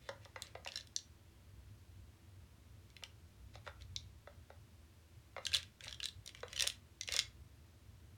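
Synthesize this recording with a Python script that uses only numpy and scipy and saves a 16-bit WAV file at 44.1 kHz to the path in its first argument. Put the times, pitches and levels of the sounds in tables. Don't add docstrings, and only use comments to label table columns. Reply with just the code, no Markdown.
import sys
import numpy as np
from scipy import signal
from scipy.fft import rfft, irfft, next_fast_len
from scipy.io import wavfile
from scipy.ndimage import map_coordinates

SR = 44100
rng = np.random.default_rng(int(sys.argv[2]) if len(sys.argv) > 2 else 0)


def log_audio(samples):
    frames = np.atleast_2d(samples).T
    limited = np.clip(frames, -1, 1)
    pcm = np.round(limited * 32767).astype(np.int16)
    wavfile.write(sys.argv[1], SR, pcm)


N = 360289

# frequency in Hz, relative spectral density in dB.
RUMBLE_SPECTRUM = [(20, -50), (36, -23.5), (50, -22), (61, 2.5), (72, -4.5), (100, 0), (120, -7.5),
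                   (145, -17.5), (220, -30.5), (500, -78)]
HISS_SPECTRUM = [(88, -7), (150, -3), (241, -1.5), (294, -7), (331, -4), (366, -9), (437, -8.5),
                 (512, -13.5), (576, -10.5), (823, -16.5), (964, -13.5), (1130, -15.5), (3220, -18),
                 (17000, -29)]
# time in seconds, level in dB.
RUMBLE_DRIFT = [(0, -59), (.3, -64.5), (1.4, -62.5), (1.6, -61.5), (2.5, -60.5), (2.8, -62.5), (4.1, -60),
                (5.3, -65.5), (5.55, -60.5), (6.5, -62.5), (7.2, -59), (7.8, -65), (8.08, -56)]
# frequency in Hz, level in dB.
HUM_TONES = [(80.7, -69), (238, -84.5), (334, -81)]
# frequency in Hz, seconds to fall 60 dB.
ROOM_DECAY = [(200, 0.068), (1000, 0.33), (3500, 0.21), (7000, 0.2), (14000, 0.15)]
# delay in seconds, relative level in dB.
EARLY_ECHOES = [(.0093, -23), (0.0242, -18.5)]
# frequency in Hz, relative level in dB, seconds to fall 60 dB.
SHELL_MODES = [(842, -19, 0.013), (930, -19, 0.013), (1410, -31, 0.039), (1610, -15.5, 0.056),
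               (1986, 6.5, 0.014), (2140, -12, 0.07), (2776, 2, 0.056), (3496, 18.5, 0.015),
               (3522, 10, 0.052), (3990, 19, 0.026), (4384, 7, 0.025), (5180, 18, 0.01), (6400, 2.5, 0.032),
               (6610, 21.5, 0.0029), (8050, -33, 0.0092), (8760, 12, 0.0042), (8700, -24, 0.03),
               (11300, -30, 0.034)]
# frequency in Hz, gain in dB.
GRIT_SPECTRUM = [(200, -24), (450, -21), (750, -8.5), (1200, -9), (2000, 1.5), (3500, -2.5), (6000, -9.5),
                 (9500, -16), (16000, -31)]
THUD_SPECTRUM = [(200, -16), (420, -5), (900, -1), (2000, -10), (2800, -45), (3700, 14.5), (5000, 1),
                 (8000, 1), (15000, 27)]
CRACK_SPECTRUM = [(300, 11), (1000, -0.5), (2000, -11.5), (3800, 10), (4700, 6), (5600, -1), (7000, -0.5),
                  (8200, -14.5), (9600, -8.5), (10800, -17), (16000, -25.5)]
# start and end in seconds, strength in dB, loose treats per second.
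RUSTLES = [(0, 0.114, -60, 0), (.203, 0.267, -60, 0), (0.364, 0.527, -58, 0), (.67, 0.837, -56, 25),
           (3.529, 3.564, -57.5, 0), (3.642, 3.698, -54.5, 0), (3.79, 3.839, -63, 20),
           (5.397, 5.52, -57.5, 0), (5.517, 5.591, -40.5, 40), (5.8, 5.93, -50, 40),
           (6.003, 6.068, -55, 35), (6.251, 6.3, -57.5, 20), (6.344, 6.421, -60, 35),
           (6.468, 6.605, -54, 10), (6.579, 6.671, -39, 37), (7.072, 7.213, -40.5, 35)]
# start in seconds, wall band level in dB, hardness in dB,
# claw tick in dB relative to the wall band.
PAW_KNOCKS = [(0.0894, -46.5, 0.5, -8.5), (0.2552, -62, 2.5, -7), (0.3598, -50, 5, -10.5),
              (0.5515, -52, -1, -13), (.661, -52, 2, -10), (3.0245, -61.5, 2, -12),
              (3.5542, -60.5, -0.5, 1.5), (3.6652, -57.5, 4, -9), (3.6752, -51, 3.5, -8.5),
              (4.273, -58, -0.5, -11.5), (4.5022, -61, -3, -11.5), (5.3643, -49.5, 2, -13.5),
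              (5.3805, -51.5, 0.5, -11), (5.867, -61, 4, -18), (6.431, -50, -1, -7),
              (6.6408, -57, -3.5, -5), (7.0872, -62.5, -4.5, -15), (7.1451, -58.5, -3.5, -13)]
KNOCK_EDGES_HZ = [360, 750, 1400, 2400, 7000]
# relative level in dB, dB per dB of hardness.
KNOCK_BALANCE = [(2, -1.5), (0, 0), (-2, .5)]
# start in seconds, mid band level in dB,
# low, high and top band in dB relative to it, chatter time in milliseconds.
TREAT_STRIKES = [(.0905, -53.5, -2, 1.5, -3.5, 1.7), (.2501, -59, -9, 1, -7, 1.1),
                 (.4212, -43, -14, -6.5, -1, 0.71), (.4685, -61, -20, 0, -18, 0.98),
                 (.649, -60, -1, 8.5, 0, .5), (.6733, -43.5, -5.5, -5, -10.5, 2),
                 (.6875, -48, -13, -10, -17, 1.4), (.7195, -49, -16, -5.5, -23, 0.68),
                 (.757, -42.5, -8, 3, -8, 2.3), (.7736, -43, -10.5, -5, -8, 0.83),
                 (.809, -50, -21, -8, -22, 0.8), (.872, -61.5, -15, 0, -2, 0.78),
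                 (.9625, -40.5, -16, 8.5, -4, 1.2), (.988, -53, -17, -9, -14, .7),
                 (2.9024, -69.5, -3, 1, -9, .5), (2.9658, -52.5, -5.5, -12, -12, 0.54),
                 (3.0361, -45, -3.5, -3, -9, 1.2), (3.8207, -56.5, -13, -6, -13, .85),
                 (3.962, -37, -22, -4, -19, 1.36), (5.4528, -40, -26, -8, -7, 0.83),
                 (5.4659, -34, -10.5, -6.5, -6.5, 1.5), (5.5317, -38, -10, -15, -10, 1.5),
                 (5.5386, -31.5, -15, -9, -13, .5), (5.5462, -26.5, -15.5, -14.5, -10, 1.9),
                 (5.5539, -34.5, -12.5, -10, -9, 3.2), (5.567, -36.5, -22.5, -5.5, -6, 1.6),
                 (5.6298, -52, -5.5, -2, -6, .5), (5.8077, -57, 2.5, -5, -17, 0.37),
                 (5.8447, -64, 11, -13, 11, 1), (5.8803, -44, -11.5, -6.5, -23, 1.2),
                 (5.9258, -44, -14.5, -7, -14, 1.7), (5.944, -49.5, -16, -9, -12, 1.8),
                 (6.0015, -42, -8, -13.5, -15.5, 1.8), (6.0307, -39, -11.5, -17, -16, 0.2),
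                 (6.0415, -42, -29, -1.5, -6.5, 0.54), (6.0564, -35.5, -17, -11, -6, 0.77),
                 (6.0857, -43, -22, -13, -15, 2), (6.2606, -56.5, -10, 6, 5, 1.8),
                 (6.2758, -48.5, -18, -0.5, -6, 1.3), (6.2915, -52, -8, -8, -9, 0.7),
                 (6.3483, -56, 5, -4, -4, 1.4), (6.4812, -56.5, -2, -4, -9, 1.3),
                 (6.53, -49.5, 0, 0.5, 0.5, 1.1), (6.5618, -42, -10, -4.5, -9, 3.4),
                 (6.5766, -41.5, -8, -10, -11, 2.2), (6.5918, -40, -24, -4, -15, 0.45),
                 (6.5968, -33, -27, -13, -11, .7), (6.6068, -33, -9.5, 0.5, -5, 1.1),
                 (6.6225, -38, -7, 7, 5, 1.6), (6.6398, -41, -11, -11, -18, 1.4),
                 (6.6701, -38.5, -6.5, -5, -14, 0.52), (6.6745, -35.5, -12, 2.5, 1.5, 0.59),
                 (6.6997, -40.5, -12, -12, -10, 0.92), (7.0104, -43, -6, 5, -6, 1.05),
                 (7.0333, -49, -11, 0, -10, 1.2), (7.0772, -56, -1, -7, -17, .7),
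                 (7.087, -41.5, -0.5, -3.5, -17, 0.95), (7.1224, -40, -7, 1, -2, 0.91),
                 (7.1384, -42, -13, 4, 1, 1.3), (7.1643, -42, -20, 10, 2.5, 0.35),
                 (7.1905, -29.5, -7.5, -1.5, -9, 0.7), (7.1975, -35.5, -12, -5, -5.5, 0.59)]
TREAT_EDGES_HZ = [1200, 2400, 4700, 7500, 16000]
# time in seconds, lowest mode in Hz.
LOWEST_WALL_MODE = [(.3, 1820), (.96, 1670), (2.9, 2230), (4.0, 2180), (5.45, 1620), (6.1, 1690),
                    (6.35, 2325), (6.6, 1895), (7.0, 2120)]

HEAVE_DB, HEAVE_PER_S = 3.5, 12
CAVITY_HZ = 544
GENTLE_DB = -59.5
AIR_DB, AIR_GROWTH = -75.5, 0.64
LOOSE_DB, LOOSE_GROWTH = -63.5, 0.89
LOOSE_COLOUR_DB, LOOSE_SCATTER_DB = (-2.5, -2, -7), 2.5
LOOSE_CHATTER_MS, LOOSE_CHATTER_SPREAD = 1.6, 0.3
SPOT_HZ, SPOT_HZ_PER_DB, SPOT_SPREAD = 3214, 32, 0.069
BAND_LIMIT_HZ = 17300


def amp(db):
    return 10 ** (np.asarray(db) / 20)


def unit(x):
    return x / np.sqrt(np.mean(x ** 2) + 1e-20)


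def along(points, hz):
    point_hz, values = np.transpose(points)
    return np.interp(np.log(hz + 1), np.log(point_hz), values)


def coloured(x, spectrum):
    size = 2 * next_fast_len(len(x) // 2 + 2048)
    gain = amp(along(spectrum, np.fft.rfftfreq(size, 1 / SR)))
    cepstrum = irfft(np.log(gain))
    cepstrum[1:size // 2] *= 2
    cepstrum[size // 2 + 1:] = 0
    return irfft(rfft(x, size) * np.exp(rfft(cepstrum)), size)[:len(x)]


def wander(rate):
    points = rng.standard_normal(int(N * rate / SR) + 4)
    return map_coordinates(points, [np.arange(N) * rate / SR])


def add(track, start, x):
    part = track[round(start * SR):][:len(x)]
    part += x[:len(part)]


def resonance(x, hz, width_hz):
    r = np.exp(-np.pi * width_hz / SR)
    return signal.lfilter([1 - r, 0, r - 1], [1, -2 * r * np.cos(2 * np.pi * hz / SR), r * r], x)


def band_filters(edges):
    return [signal.butter(4, band, "bandpass", fs=SR, output="sos") for band in zip(edges, edges[1:])]


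def balanced(x, filters, levels_db, span_s):
    bands = [signal.sosfilt(sos, x) for sos in filters]
    onset = int(span_s * SR)
    return sum(amp(db) * band / np.sqrt(np.mean(band[:onset] ** 2)) for band, db in zip(bands, levels_db))


def room_tone():
    t = np.arange(N) / SR
    rumble_db = np.interp(t, *np.transpose(RUMBLE_DRIFT)) + HEAVE_DB * wander(HEAVE_PER_S)
    rumble = amp(rumble_db) * unit(coloured(rng.standard_normal(N), RUMBLE_SPECTRUM))
    hum = sum(amp(db + 2.6 * wander(2.92)) * np.sin(2 * np.pi * hz * t + 1.25 * wander(2.6))
              for hz, db in HUM_TONES)
    hiss = amp(-69) * unit(coloured(rng.standard_normal(N), HISS_SPECTRUM))
    return rumble + hum + hiss


def room(x, wet_db, echoes_db):
    hz, t, noise = signal.stft(rng.standard_normal(SR // 3), SR, nperseg=128)
    decay = amp(-60 * t / along(ROOM_DECAY, hz)[:, None])
    tail = signal.istft(noise * decay, SR, nperseg=128)[1]
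    tail *= 1 - np.exp(-np.arange(len(tail)) / SR / 0.00043)
    response = amp(wet_db) * tail / np.linalg.norm(tail)
    response[0] = 1
    for delay, db in EARLY_ECHOES:
        response[int(delay * SR)] += amp(db + echoes_db)
    return signal.fftconvolve(x, response)


def shell_ring(t):
    hz, db, t60 = np.transpose(SHELL_MODES)[:, :, None]
    strength, detune, phase = rng.standard_normal((3, len(SHELL_MODES), 1))
    decay = amp(db + 2 * strength - 60 * t / t60)
    return np.sum(decay * np.sin(2 * np.pi * (hz * (1 + 0.014 * detune) * t + phase)), axis=0)


def soft_rustles():
    out, t = np.zeros(N), np.arange(SR // 20) / SR
    for start, end, db, _ in RUSTLES:
        n = int((end - start) * SR)
        contacts = (rng.random(n) < 1500 / SR) * rng.standard_normal(n)
        shell = signal.fftconvolve(contacts, shell_ring(t))[:n]
        grit = amp(-10) * unit(coloured(contacts, GRIT_SPECTRUM))
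        grit += amp(-16.5) * unit(coloured(shell, GRIT_SPECTRUM))
        cavity_hz = CAVITY_HZ * (1.05 + 0.03 * rng.standard_normal())
        air = resonance(contacts, cavity_hz, width_hz=170)
        air = unit(resonance(air, cavity_hz, width_hz=170))
        air_db = AIR_DB + AIR_GROWTH * (db - GENTLE_DB)
        swell = np.sqrt(np.hanning(n).clip(0))
        rustle = swell * (amp(db) * grit + amp(air_db) * air)
        add(out, start, room(rustle, wet_db=-3, echoes_db=6))
    return out


def paw_knocks():
    out, t = np.zeros(N), np.arange(SR // 10) / SR
    filters = band_filters(KNOCK_EDGES_HZ)
    band_db, tilt = np.transpose(KNOCK_BALANCE)
    force = amp(-60 * t / 0.014) * (1 - np.exp(-t / 0.0013))
    for start, db, hardness_db, claw_db in PAW_KNOCKS:
        thud = coloured(force * rng.standard_normal(len(t)), THUD_SPECTRUM)
        cavity_hz = CAVITY_HZ * (1 + 0.045 * rng.standard_normal())
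        cavity = amp(-12 - 60 * t / 0.041) * np.sin(2 * np.pi * cavity_hz * t)
        knock = thud + cavity + amp(-24) * shell_ring(t)
        levels_db = db + np.append(band_db + tilt * hardness_db, claw_db)
        knock = balanced(knock, filters, levels_db, span_s=0.01)
        add(out, start, room(knock, wet_db=-6.5, echoes_db=-7))
    return out


def loose_strikes():
    strikes = []
    for start, end, db, per_s in RUSTLES:
        count = round(per_s * (end - start))
        times = start + (end - start) * (np.arange(count) + rng.random(count)) / max(count, 1)
        typical_db = np.array([LOOSE_DB + LOOSE_GROWTH * (db - GENTLE_DB), *LOOSE_COLOUR_DB])
        for time in times:
            levels_db = typical_db + LOOSE_SCATTER_DB * rng.standard_normal(len(typical_db))
            chatter_ms = LOOSE_CHATTER_MS * np.exp(LOOSE_CHATTER_SPREAD * rng.standard_normal())
            strikes.append((time, *levels_db, chatter_ms))
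    return strikes


def treat_clicks(strikes):
    out, t = np.zeros(N), np.arange(SR // 20) / SR
    filters = band_filters(TREAT_EDGES_HZ)
    for start, db, low_db, high_db, top_db, chatter_ms in strikes:
        age = 1000 * t / chatter_ms
        contact = age * np.exp(-1.5 * age)
        crack = coloured(contact * rng.standard_normal(len(t)), CRACK_SPECTRUM)
        spot_hz = SPOT_HZ + SPOT_HZ_PER_DB * (high_db - low_db)
        spot_hz *= np.exp(SPOT_SPREAD * rng.standard_normal())
        upper_hz = 5650 * (1 + 0.025 * rng.standard_normal())
        spot = amp(19.5) * np.sin(2 * np.pi * spot_hz * t) + amp(18.5) * np.sin(2 * np.pi * upper_hz * t)
        wall_hz = np.interp(start, *np.transpose(LOWEST_WALL_MODE)) * (1 + 0.019 * rng.standard_normal())
        wall = amp(-22.5 - 60 * t / 0.03) * np.sin(2 * np.pi * wall_hz * t)
        click = crack + contact ** 2 * spot + wall + amp(-33) * shell_ring(t)
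        levels_db = db + np.array([low_db, 0, high_db, top_db])
        click = balanced(click, filters, levels_db, span_s=0.0037)
        add(out, start, room(click, wet_db=-10, echoes_db=-8))
    return out


def scene():
    mix = room_tone() + treat_clicks(TREAT_STRIKES) + paw_knocks() + soft_rustles()
    mix += treat_clicks(loose_strikes())
    return mix[None]


def record(dry):
    passband = np.fft.rfftfreq(N, 1 / SR) < BAND_LIMIT_HZ
    return irfft(rfft(dry) * passband, N)


dry = scene()
out = record(dry)
log_audio(out)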